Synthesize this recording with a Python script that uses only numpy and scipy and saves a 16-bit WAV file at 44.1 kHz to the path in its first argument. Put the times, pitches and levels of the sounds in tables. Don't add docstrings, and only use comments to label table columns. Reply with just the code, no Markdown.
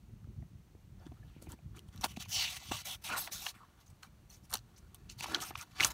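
import sys
import numpy as np
from scipy import signal
from scipy.fft import rfft, irfft
from scipy.io import wavfile
from scipy.ndimage import uniform_filter1d

SR = 44100
rng = np.random.default_rng(int(sys.argv[2]) if len(sys.argv) > 2 else 0)


def store_wav(level_fs):
    pcm = np.round(np.clip(np.atleast_2d(level_fs), -1, 1) * 32767)
    wavfile.write(sys.argv[1], SR, pcm.T.astype(np.int16))


def rack_gain(trim_db):
    fader = np.asarray(trim_db, float)
    return 10 ** (fader / 20)


N = 261851

# f/Hz, level/dB [per Hz]
ROOM_SPECTRUM = [(240, -38), (400, -16), (645, -15), (964, -17), (1710, -21.5), (2150, -21), (2510, -22.5),
                 (7060, -28.5), (16000, -31)]
# f/Hz, level/dB [per Hz]
RUMBLE_SPECTRUM = [(13, -53), (22, -18), (37, 6.5), (66, 1), (113, -1.5), (220, -11), (290, -47),
                   (480, -120)]
# t/s, rumble level/dB
GRIP_LEVEL = [(0.0, -60), (0.13, -42), (0.2, -54.5), (0.38, -44), (0.59, -57), (1.77, -48), (1.8, -64),
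              (1.85, -46), (2.68, -58), (3.08, -53.5), (3.42, -57.5), (3.87, -65.5), (4.15, -58.5),
              (4.45, -56), (5.46, -52.5), (5.7, -59), (5.94, -49)]
# t/s, rumble level/dB
HAND_JOLTS = [
    (2.73, -45.5),
    (3.92, -56),
    (4.53, -56),
    (5.82, -44),
]
# t/s, peak level/dB, f/Hz
CASE_KNOCKS = [(0.1711, -70, 159), (0.2729, -48.5, 202), (0.4266, -42.5, 170), (0.7504, -50, 305),
               (1.0643, -40.5, 283), (1.1178, -42.5, 216), (1.3643, -44.5, 176), (1.4253, -48.5, 165),
               (1.471, -44, 186), (1.5368, -40.5, 172), (1.9485, -46, 172), (2.0419, -36.5, 270),
               (2.0598, -43.5, 264), (2.1726, -34.5, 194), (2.7145, -31, 283), (3.1149, -43.5, 236),
               (4.5468, -41, 217), (5.3732, -41, 268), (5.5082, -41.5, 360)]
# peak t/s, peak level/dB, rise [dB/s], fall [dB/s]
AIR_PUFFS = [(1.521, -53.5, 142, 600), (1.777, -54.5, 460, 400), (3.116, -54.5, 430, 126),
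             (5.342, -47, 176, 147), (5.809, -51, 600, 116)]
# start t/s, length [s], level/dB, start f/Hz, end f/Hz
AIR_POCKETS = [(0.994, 0.07, -67, 609, 847), (2.61, 0.025, -60, 880, 820), (1.46, 0.032, -66.5, 2600, 2200),
               (1.266, 0.06, -75, 3780, 2490), (1.328, 0.075, -73, 2820, 2500),
               (2.194, 0.039, -57, 5500, 5500), (2.313, 0.19, -41.5, 3090, 2717),
               (2.316, 0.18, -52, 6600, 5800), (2.318, 0.085, -41, 5630, 5330),
               (2.324, 0.14, -42, 4670, 4300), (2.365, 0.17, -46.5, 3760, 3510),
               (2.401, 0.081, -47, 2370, 2240), (2.714, 0.082, -50, 2800, 3110),
               (2.86, 0.098, -46.5, 3460, 3250), (3.043, 0.085, -49, 2600, 2440),
               (3.045, 0.043, -48, 3600, 3500), (3.091, .052, -42.5, 1200, 1440),
               (3.106, 0.036, -44, 2390, 2610), (3.138, 0.049, -43, 1262, 940),
               (3.167, 0.1, -51.5, 4800, 4230), (3.311, 0.13, -52.5, 3900, 3730),
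               (3.6, 0.052, -58, 1125, 1136), (4.022, 0.033, -61, 1500, 1245),
               (4.3, 0.064, -78, 9400, 9200), (5.185, 0.031, -52, 4370, 4510),
               (5.341, 0.021, -37.5, 1545, 1450), (5.432, 0.075, -57.5, 2700, 2510),
               (3.175, 0.05, -41, 12800, 12200), (5.573, 0.041, -54.5, 2616, 2294),
               (5.605, 0.017, -50.5, 1300, 1250), (5.754, 0.029, -75, 4200, 4400),
               (5.811, 0.023, -42, 1500, 1110), (1.741, 0.054, -66, 1320, 1186),
               (2.078, 0.072, -64, 2800, 2730), (2.234, 0.032, -57.5, 2610, 2590),
               (3.482, 0.017, -46.5, 4140, 4300), (3.539, 0.056, -66.5, 2600, 1880),
               (4.322, 0.04, -63, 5870, 5840), (4.761, 0.014, -64, 5330, 5270),
               (4.778, 0.015, -63.5, 6230, 6330)]
# t/s, peak level/dB, ring f/Hz
SHEET_POPS = [(0.243, -58.5, 1220), (0.4243, -55.5, 660), (1.1198, -50, 754), (1.2338, -60, 660),
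              (1.235, -62, 1800), (1.422, -50.5, 547), (1.4693, -53, 690), (1.5894, -59, 680.0),
              (1.8877, -59, 910), (2.0111, -47, 1010), (2.0423, -24, 860), (2.0586, -31.5, 850),
              (2.1711, -41, 740), (2.2581, -50, 920), (2.7192, -28, 840), (3.2753, -44, 1900),
              (3.4678, -47, 1570), (3.632, -53, 1080), (4.0317, -41.5, 1500.0), (4.511, -42.5, 1190),
              (4.5434, -33.5, 880), (4.5536, -35.5, 1230), (5.208, -41, 940), (5.243, -29, 830),
              (5.2586, -34.5, 920), (5.2844, -39, 760), (5.3173, -36.5, 930), (5.5072, -37, 756),
              (5.5114, -42.5, 1230), (5.5542, -34, 1160)]
# t/s, peak level/dB, f/Hz, swell [cycles]
DENTS_AND_CRACKLES = [(1.023, -66, 895, 1.5), (1.159, -70, 1210, 1.5), (1.17, -63, 1250, 1.5),
                      (0.424, -62, 1900, 1.7), (1.228, -61.5, 1736, 6.0), (1.248, -65, 600, 0.91),
                      (1.3, -63, 1200, 1.5), (1.589, -59, 2450, 1.7), (2.716, -33, 1500, 0.68),
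                      (2.718, -34.5, 2790, 4.2), (3.273, -42.5, 2100, 2.5), (5.258, -46, 2180, 1.1),
                      (5.423, -43, 1272, 9.1), (5.488, -42, 5900, 2.5), (5.539, -53, 2480, 1.5),
                      (5.561, -48, 5500, 3.0), (5.61, -48, 1350, 3.2), (5.638, -52, 3820, 1.9),
                      (5.8, -21.5, 2500, 1.2), (5.8055, -24, 2220, 1.1), (5.81, -34, 2340, 1.2),
                      (5.8285, -26, 2750, 1.8), (5.8345, -20, 2960, 2.2), (5.8474, -6, 6400, 0.52),
                      (5.8475, -21, 1500, 0.5), (5.883, -42, 1330, 1), (0.997, -64, 5200, 4.6),
                      (1.772, -53, 2420, 2.1), (1.784, -52, 3100, 2.5), (1.792, -47, 3060, 1.7),
                      (1.7925, -54, 5840, 3.0), (2.015, -43, 5730, 3.0), (2.0203, -47, 3040, 2.0),
                      (2.021, -43, 5500, 2.7), (2.026, -46, 3970, 1.8), (2.0205, -51, 1050, 1.1),
                      (3.879, -61, 6400, 7.4), (4.03, -50, 3080, 3.8), (4.032, -53, 4300, 7.5),
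                      (4.031, -55, 5900, 6.0), (4.069, -67, 2350, 8.4), (4.301, -52, 6000, 6.0),
                      (4.305, -59, 4300, 13), (4.5279, -36.5, 1500, 0.66), (4.5335, -33.5, 1020, 0.48),
                      (4.5433, -26, 9900, 2), (4.553, -37, 6060, 5.4), (4.553, -39.5, 3000, 3.4),
                      (4.572, -51, 5900, 4.0), (4.951, -54, 3570, 2.2),
                      (1.067, -57, 3400, 1.4), (1.067, -62, 7240, 3.0), (2.0424, -30, 3220, 0.92),
                  (2.164, -41.5, 2500, 1.6), (2.7117, -41, 895, 1), (2.858, -46, 5800, 2.2),
                  (3.1085, -46, 5300, 2.2), (3.276, -45.5, 690, 1.8), (4.497, -53, 9000, 2.2),
                  (4.51, -52, 9500, 2.2), (4.541, -27, 7060, 0.69), (5.242, -32, 2600, 0.62),
                  (5.3463, -18.5, 4300, 1.3), (5.362, -36, 6000, 1.5), (5.404, -41, 4300, 1.5),
                  (5.507, -42, 2200, .8), (5.556, -32.5, 3130, 0.46), (5.5532, -45, 1180, 0.79)]
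# t/s, peak level/dB, ring f/Hz, top share level/dB
BUCKLES = [(1.0663, -53, 3200, -14), (1.424, -41.5, 7260, -3), (1.5195, -36, 7500, -12),
           (1.7922, -42.5, 3080, 2), (1.8875, -51.5, 3200, -6), (1.9607, -48, 3790.0, 3),
           (1.9766, -44.5, 3960.0, -17), (2.0111, -38, 5670, -3), (2.04, -23, 3620, -18),
           (2.0426, -19.5, 2990, -21), (2.171, -38, 2740, -18), (2.567, -35, 2850, -9),
           (3.0402, -39, 7900, 3), (3.155, -31, 1860, -28), (3.2748, -33.5, 1970, -24),
           (3.4657, -22, 2830, -20), (3.4682, -30, 1630, -22), (3.506, -52, 9000, 4)]
# t/s, peak level/dB, ring f/Hz, top share level/dB
THUMB_RUN = [(4.505, -43, 9000.0, -1.0), (4.515, -38, 6000.0, 3.0), (4.522, -41, 8500.0, 0),
             (4.5285, -30.5, 4170, -7), (4.537, -25.5, 6900, -8), (4.5391, -20, 4200, 3),
             (4.545, -31.5, 4050, -16), (4.5542, -27, 4300, -12), (4.57, -37.5, 2860, 2),
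             (4.572, -39, 4240, -11), (4.5815, -45, 4180, -9), (4.5898, -46.5, 4180.0, -16)]
# t/s, peak level/dB, ring f/Hz, top share level/dB
BUNDLE_CREASES = [(4.9457, -37, 2980, 9), (4.949, -44, 6350, 7), (5.0988, -32.5, 4140, -37),
                  (5.208, -26, 2700, -12), (5.347, -17.5, 3200, -37), (5.363, -35, 2330, -25),
                  (5.4036, -39, 3040.0, -15), (5.5058, -46, 1890.0, -18.0), (5.555, -32, 2450, -28),
                  (5.612, -33.5, 6100, -31), (5.8009, -27, 2280, -27), (5.8064, -14, 2106, -40),
                  (5.8297, -26, 2900.0, -12.0), (5.836, -18, 2950, -27), (5.8493, -17, 6640, -33)]
BLOCK_MODES = [1500, 3200, 3960, 5500, 9200, 11800]
# f/Hz, level/dB [per Hz]
PAPER_SPECTRUM = [(260, -47), (450, -22), (563, -11.5), (737, -2), (1120, -4), (1190, 2.5), (1630, -6.5),
                  (2040, -6), (2910, -4), (4170, -4.5), (6060, -8.5), (7580, -10.5), (10400, -10.5),
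                  (12600, -11.5), (16000, -17.5)]
PART_BORDERS = [450, 1900, 4800, 7500, 16000]
# start t/s, length [s], level/dB, swell [dB], brightness [dB/octave]
FINGER_SLIDES = [(2.087, 0.033, -55.5, 1, -0.5), (2.2, 0.026, -48.5, 8, -1.8),
                 (2.285, 0.067, -55.5, 11, 0.5), (2.357, 0.09, -37, 1, -3), (2.452, 0.12, -45.5, 0, -1),
                 (2.583, 0.12, -55.5, 7, -2), (2.717, 0.1, -39.5, -8, -1), (2.855, 0.095, -42.5, -5, 1.5),
                 (3.046, 0.046, -42, -4.5, 1.5), (3.123, 0.016, -47.5, 0, -1.5),
                 (3.172, 0.018, -40, 0.5, 3.5), (3.192, 0.078, -43, -8.5, 3), (3.318, 0.089, -47, -4.5, 3),
                 (3.419, 0.087, -47.5, -1.5, 0.5), (5.185, 0.019, -56, 9, 0.5),
                 (5.227, 0.014, -41.5, 4.5, -2.5), (5.266, 0.051, -49.5, -3, -2),
                 (5.352, 0.025, -40.5, -30, -9), (5.406, 0.018, -47.5, 7, 1.5), (5.451, 0.045, -50.5, 2, 3),
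                 (5.578, 0.048, -50.5, 0, 0.5), (5.757, 0.033, -59.5, 10.5, -5),
                 (5.803, 0.036, -42, 10.5, -2.5), (5.836, 0.043, -41, 1.5, 3), (5.905, 0.0097, -43, -11, 1)]
# start t/s, length [s], level/dB, brightness [dB/octave]
FINGER_BRUSHES = [(1.057, 0.013, -66, -4), (1.42, 0.046, -60.5, 2.5), (1.492, 0.046, -59.5, 3.5),
                  (1.764, 0.038, -59.5, 0.5), (1.885, 0.0069, -68, 4.5), (1.927, 0.18, -65.5, -1.5),
                  (2.014, 0.046, -52, 2), (2.044, 0.012, -32.5, 1), (2.169, 0.0064, -45, -2),
                  (2.14, 0.016, -65.5, 2.5), (2.253, 0.012, -54, -2.5), (2.836, .025, -62, -15),
                  (3.023, 0.012, -58, 1.5), (3.271, 0.0078, -55, -8), (3.481, 0.015, -51, -8),
                  (3.55, 0.042, -73, 7), (3.804, 0.029, -62.5, -1), (3.902, 0.012, -67, 4),
                  (4.029, 0.041, -59.5, 1), (4.299, 0.085, -61.5, 2), (4.448, 0.013, -65.5, 4),
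                  (4.501, 0.057, -58, 1), (4.541, 0.006, -33.5, 2.5), (4.569, 0.024, -61, 2),
                  (4.777, 0.02, -64.5, 2), (4.957, 0.0065, -60, 0), (5.096, 0.037, -52.5, -5),
                  (5.324, .005, -48, 0), (5.551, .008, -59, 0), (5.712, 0.057, -65, -4)]
# start t/s, length [s], level/dB, swell [dB]
SHEET_FLEXES = [(0.986, 0.048, -74.5, 10), (1.067, 0.0073, -64.5, 5), (1.499, 0.034, -60, 7.5),
                (1.75, 0.023, -61.5, -2), (1.938, 0.067, -63.5, -3), (2.037, 0.017, -37.5, 0),
                (2.72, 0.044, -39.5, -11), (3.098, 0.049, -37, 0), (3.163, 0.031, -36, -12),
                (3.277, 0.019, -44.5, -11), (3.463, 0.003, -39, 3.5), (3.542, 0.11, -60, -10),
                (3.652, 0.056, -67, -3), (3.777, 0.039, -68.5, 2), (4.032, 0.057, -53, -21),
                (4.524, 0.041, -47, -2), (4.947, 0.0073, -60.5, -5), (5.226, 0.022, -49, 3),
                (5.259, 0.089, -55.5, 15.5), (5.341, 0.051, -41.5, -3.5), (5.423, 0.021, -39.5, -8.5),
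                (5.505, 0.04, -50.5, -15.5), (5.555, 0.013, -53.5, 0), (5.593, 0.04, -57, 8),
                (5.758, 0.04, -57.5, 8), (5.799, 0.056, -37.5, 2.5), (5.851, 0.062, -46, 0)]
# start t/s, length [s], level/dB, swell [dB]
SKIN_DRAGS = [(2.295, 0.054, -46.5, 10.5), (2.345, 0.077, -51, -8), (3.324, 0.095, -38.5, -18),
              (3.424, 0.07, -48.5, 3.5), (3.864, 0.023, -66, -5), (4.306, 0.065, -65, -8.5),
              (4.439, 0.014, -66, 0), (4.773, 0.013, -77, 1), (5.107, 0.016, -55, 2),
              (5.419, 0.019, -41.5, -1.5), (5.907, 0.01, -43, -7)]
# t/s, level/dB
RESTING_HAND = [(0.93, -100), (1.03, -70.5), (1.4, -72.5), (1.7, -78), (2.1, -69.5), (3.6, -70.5),
                (4.3, -74), (5.7, -64.5), (5.94, -59)]
SLIDE_SHARE = [-12.5, -5.5, -8, -7]
FLEX_SHARE = [-4.5, -12, -20.5, -21]
DRAG_SHARE = [-34.5, -16, -6, -9]
REST_SHARE = [-6.5, -12, -16.5, -14.5]
BRIGHT_REACH = [1, -0.65, 0.14, 1.5]
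# f/Hz, width [Hz], level/dB
PORT_RESONANCES = [(2836, 53, 3.5), (4300, 150, 2), (4990, 340, -3.5), (6100, 690, 3), (9260, 450, 1.5),
                   (10480, 870, -5)]


def rms_one(x):
    return x / np.sqrt(np.mean(x ** 2) + 1e-20)


def level_in_time(rows):
    s, db = np.transpose(rows)
    return np.interp(np.arange(N) / SR, s, db)


def every_sample(coarse, step):
    return np.interp(np.arange(N) / step, np.arange(len(coarse)), coarse)


def at_hz(points, hz):
    known_hz, db = np.array(points).T
    return np.interp(np.log(hz), np.log(known_hz), db)


def coloured_noise(points):
    hz = np.maximum(np.fft.rfftfreq(N, 1 / SR), 1)
    return rms_one(irfft(rfft(rng.standard_normal(N)) * rack_gain(at_hz(points, hz)), N))


def drift(rate):
    r = np.exp(-80 * np.pi * rate / SR)
    slow = signal.lfilter([1], [1, -2 * r, r * r], rng.standard_normal(N // 40 + 2002))[2000:]
    return every_sample(rms_one(slow), 40)


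def resonance(x, hz, width):
    r = np.exp(-np.pi * width / SR)
    poles = [1, -2 * r * np.cos(2 * np.pi * hz / SR), r * r]
    return signal.lfilter(np.array([1, 0, -1]) * (1 - r * r) / 2, poles, x)


def band(x, low_hz, high_hz, order=2):
    return signal.sosfilt(signal.butter(order, [low_hz, high_hz], "band", fs=SR, output="sos"), x)


def place(events, shapes):
    out = np.zeros(N + 2000)
    for (s, peak_db, *_), shape in zip(events, shapes):
        at = round(s * SR)
        out[at:at + len(shape)] += rack_gain(peak_db) * shape / np.abs(shape).max()
    return out[:N]


def tents(s, db, rise, fall):
    late = np.arange(0, N + 40, 40) / SR - np.c_[s]
    slope_db = np.minimum(np.c_[rise] * late, -np.c_[fall] * late)
    return every_sample(rack_gain(np.c_[db] + slope_db).sum(axis=0), 40)


def room_hush():
    return rack_gain(-73.5) * coloured_noise(ROOM_SPECTRUM)


def grip(lumpy_db, creak_db):
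    rumble_db = level_in_time(GRIP_LEVEL)
    tremor = coloured_noise(RUMBLE_SPECTRUM)
    rumble = rms_one(tremor * rack_gain(lumpy_db * drift(6.9) + 2.63 * drift(45)))
    skin = band(rng.standard_normal(N), 152, 376, order=3)
    creak = rms_one(skin * rack_gain(lumpy_db * drift(21)))
    jolt_s, jolt_db = np.transpose(HAND_JOLTS)
    rumble_gain = rack_gain(rumble_db) + tents(jolt_s, jolt_db, rise=276, fall=276)
    return rumble_gain * rumble + rack_gain(creak_db + 0.36 * (rumble_db + 48.5)) * creak


def thuds(events, push_cycles, ring_cycles, tick_db):
    t, shapes = np.arange(2000) / SR, []
    for s, peak_db, hz in events:
        push = 0.36 + rng.standard_normal(len(t))
        burst = push * (1 - np.exp(-t * hz * 210.0)) * np.exp(-t * hz / push_cycles)
        body = resonance(resonance(burst, hz, hz / ring_cycles), hz, hz)
        tick = rms_one(band(burst, 1.3 * hz, 4 * hz, order=3))
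        shapes.append(rms_one(body) + rack_gain(tick_db + 0.27 * (peak_db + 26)) * tick)
    return place(events, shapes)


def puffs():
    air = band(rng.standard_normal(N), 190, 426)
    wedge = rms_one(air + 1.8 * resonance(air, 327, 47))
    return tents(*np.transpose(AIR_PUFFS)) * rack_gain(2.0 * drift(37)) * wedge


def pockets(sharp, edge):
    out, size = np.zeros(N + SR), SR // 3
    for s, length, db, start_hz, end_hz in AIR_POCKETS:
        catches = rng.standard_normal(size) + 1j * rng.standard_normal(size)
        catches = catches * rack_gain(4.0 * np.minimum(rng.exponential(1, size), 4))
        part = np.arange(int(length * SR)) / (length * SR)
        centre_over_width = max(sharp + 0.091 * (db + 46.5), 2)
        r = np.exp(-np.pi * (start_hz + end_hz) / 2 / centre_over_width / SR)
        slow = signal.lfilter([1], [1, -2 * r, r * r], catches)[500:500 + len(part)]
        glide_hz = start_hz + (end_hz - start_hz) * part
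        tone = np.real(slow * np.exp(2j * np.pi * np.cumsum(glide_hz) / SR))
        at = round(s * SR)
        out[at:at + len(part)] += rack_gain(db) * rms_one(tone) * np.sin(np.pi * part) ** edge
    return out[:N]


def dents():
    t, shapes, events = np.arange(1500) / SR, [], DENTS_AND_CRACKLES
    for s, peak_db, hz, cycles in events:
        shapes.append(t * np.exp(-t * hz / cycles) * np.sin(2 * np.pi * hz * t))
    return place(events, shapes)


def snaps(sharp, crack_s, tail_s, tail_db):
    t, shapes, events = np.arange(1500) / SR, [], [*BUCKLES, *THUMB_RUN, *BUNDLE_CREASES]
    modes = np.array(BLOCK_MODES)
    for s, peak_db, hz, top_db in events:
        a, b = rng.standard_normal((2, len(t)))
        crack = a * (1 - np.exp(-t / 0.000084)) * np.exp(-t / crack_s)
        skirt_hz = hz * rack_gain(13 + top_db / 3)
        ring = resonance(resonance(crack, hz, hz / sharp), hz, skirt_hz)
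        reach_db = -6.0 * np.abs(np.log2(modes / hz)) + 5.5 * rng.standard_normal(len(modes))
        reach_db += np.minimum(top_db + 8, 0) * (modes > max(1.5 * hz, 5000))
        block = sum(rack_gain(db) * rms_one(resonance(crack, f, 270)) for f, db in zip(modes, reach_db))
        top = band(b * np.exp(-t / (2.1 * crack_s)), 8300, 13100, order=3)
        rustle = band(b * np.exp(-t / tail_s), hz / 1.17, min(2.0 * hz, 15000))
        parts = [(ring, 0), (block, -4), (top, top_db + 2.5), (rustle, tail_db)]
        shapes.append(sum(rack_gain(db) * p / np.abs(p).max() for p, db in parts))
    return place(events, shapes)


def stroke_gains(attack, release, brush_swell_db, bite_db, cut_db):
    slide, bright = np.array(SLIDE_SHARE), np.array(BRIGHT_REACH)
    rows = [(*r[:4], *(slide + r[4] * bright)) for r in FINGER_SLIDES]
    rows += [(*r[:3], brush_swell_db, *(slide + r[3] * bright)) for r in FINGER_BRUSHES]
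    rows += [(*r, *FLEX_SHARE) for r in SHEET_FLEXES]
    rows += [(*r, *DRAG_SHARE) for r in SKIN_DRAGS]
    s, length, db, swell = np.array(rows)[:, :4].T[..., None]
    share_db = np.array(rows)[:, 4:].T
    late = np.arange(0, N + 80, 80) / SR - s
    bite = attack * (1 + np.maximum(-swell, 0) / bite_db)
    cut = release * (1 + np.maximum(swell, 0) / cut_db)
    db = db + swell * np.clip(late / length, 0, 1)
    db = db + bite * np.minimum(late, 0) - cut * np.maximum(late - length, 0)
    power = rack_gain(2 * share_db) @ rack_gain(2 * db)
    power = np.array([every_sample(p, 80) for p in power])
    return np.sqrt(power + rack_gain(2 * (level_in_time(RESTING_HAND) + np.c_[REST_SHARE])))


def rubbing(grain_db, wander_db, jerk_db, sharp):
    jerk = rack_gain(jerk_db * drift(75) + 1.46 * drift(530))
    gains = stroke_gains(attack=1806, release=988, brush_swell_db=-9.5, bite_db=33, cut_db=24)
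    out = np.zeros(N)
    for gain, low, high in zip(gains, PART_BORDERS, PART_BORDERS[1:]):
        part = np.zeros(N)
        edges = np.geomspace(low, high, 8)
        for hz in np.sqrt(edges[1:] * edges[:-1]):
            catches = rack_gain(grain_db * np.minimum(rng.exponential(1, N), 4)) * rng.choice([-1, 1], N)
            width = hz * np.log(high / low) / sharp
            mode = rms_one(resonance(resonance(catches, hz, width), hz, 2 * width))
            mode_db = at_hz(PAPER_SPECTRUM, hz) + wander_db * (2000 / hz) ** 0.099 * drift(10.0)
            part += rack_gain(mode_db) * np.sqrt(hz) * mode
        part /= np.sqrt(uniform_filter1d(part ** 2, size=3000))
        out += gain * part * jerk
    return out


def scene():
    hand = grip(lumpy_db=2.5, creak_db=-69.0)
    hand += thuds(CASE_KNOCKS, push_cycles=0.55, ring_cycles=1.58, tick_db=-18)
    air = puffs() + pockets(sharp=4.3, edge=0.35)
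    paper = thuds(SHEET_POPS, push_cycles=0.93, ring_cycles=4.4, tick_db=-10.0) + dents()
    paper += snaps(sharp=12.2, crack_s=0.00039, tail_s=0.0069, tail_db=-9.0)
    paper += rubbing(grain_db=3.8, wander_db=2.5, jerk_db=1.3, sharp=13.0)
    return (room_hush() + hand + air + paper)[None]


def roll_off(x):
    return signal.sosfilt(signal.butter(12, 16820, fs=SR, output="sos"), x)


def record(dry):
    x = dry[0]
    for hz, width, gain_db in PORT_RESONANCES:
        x = x - (1 - rack_gain(gain_db)) * resonance(x, hz, width)
    x = signal.sosfilt(signal.butter(3, 57, "high", fs=SR, output="sos"), x)
    x = signal.sosfilt(signal.ellip(10, 0.3, 55, 15750, fs=SR, output="sos"), x)
    return roll_off(x[None])


dry = scene()
out = record(dry)
store_wav(out)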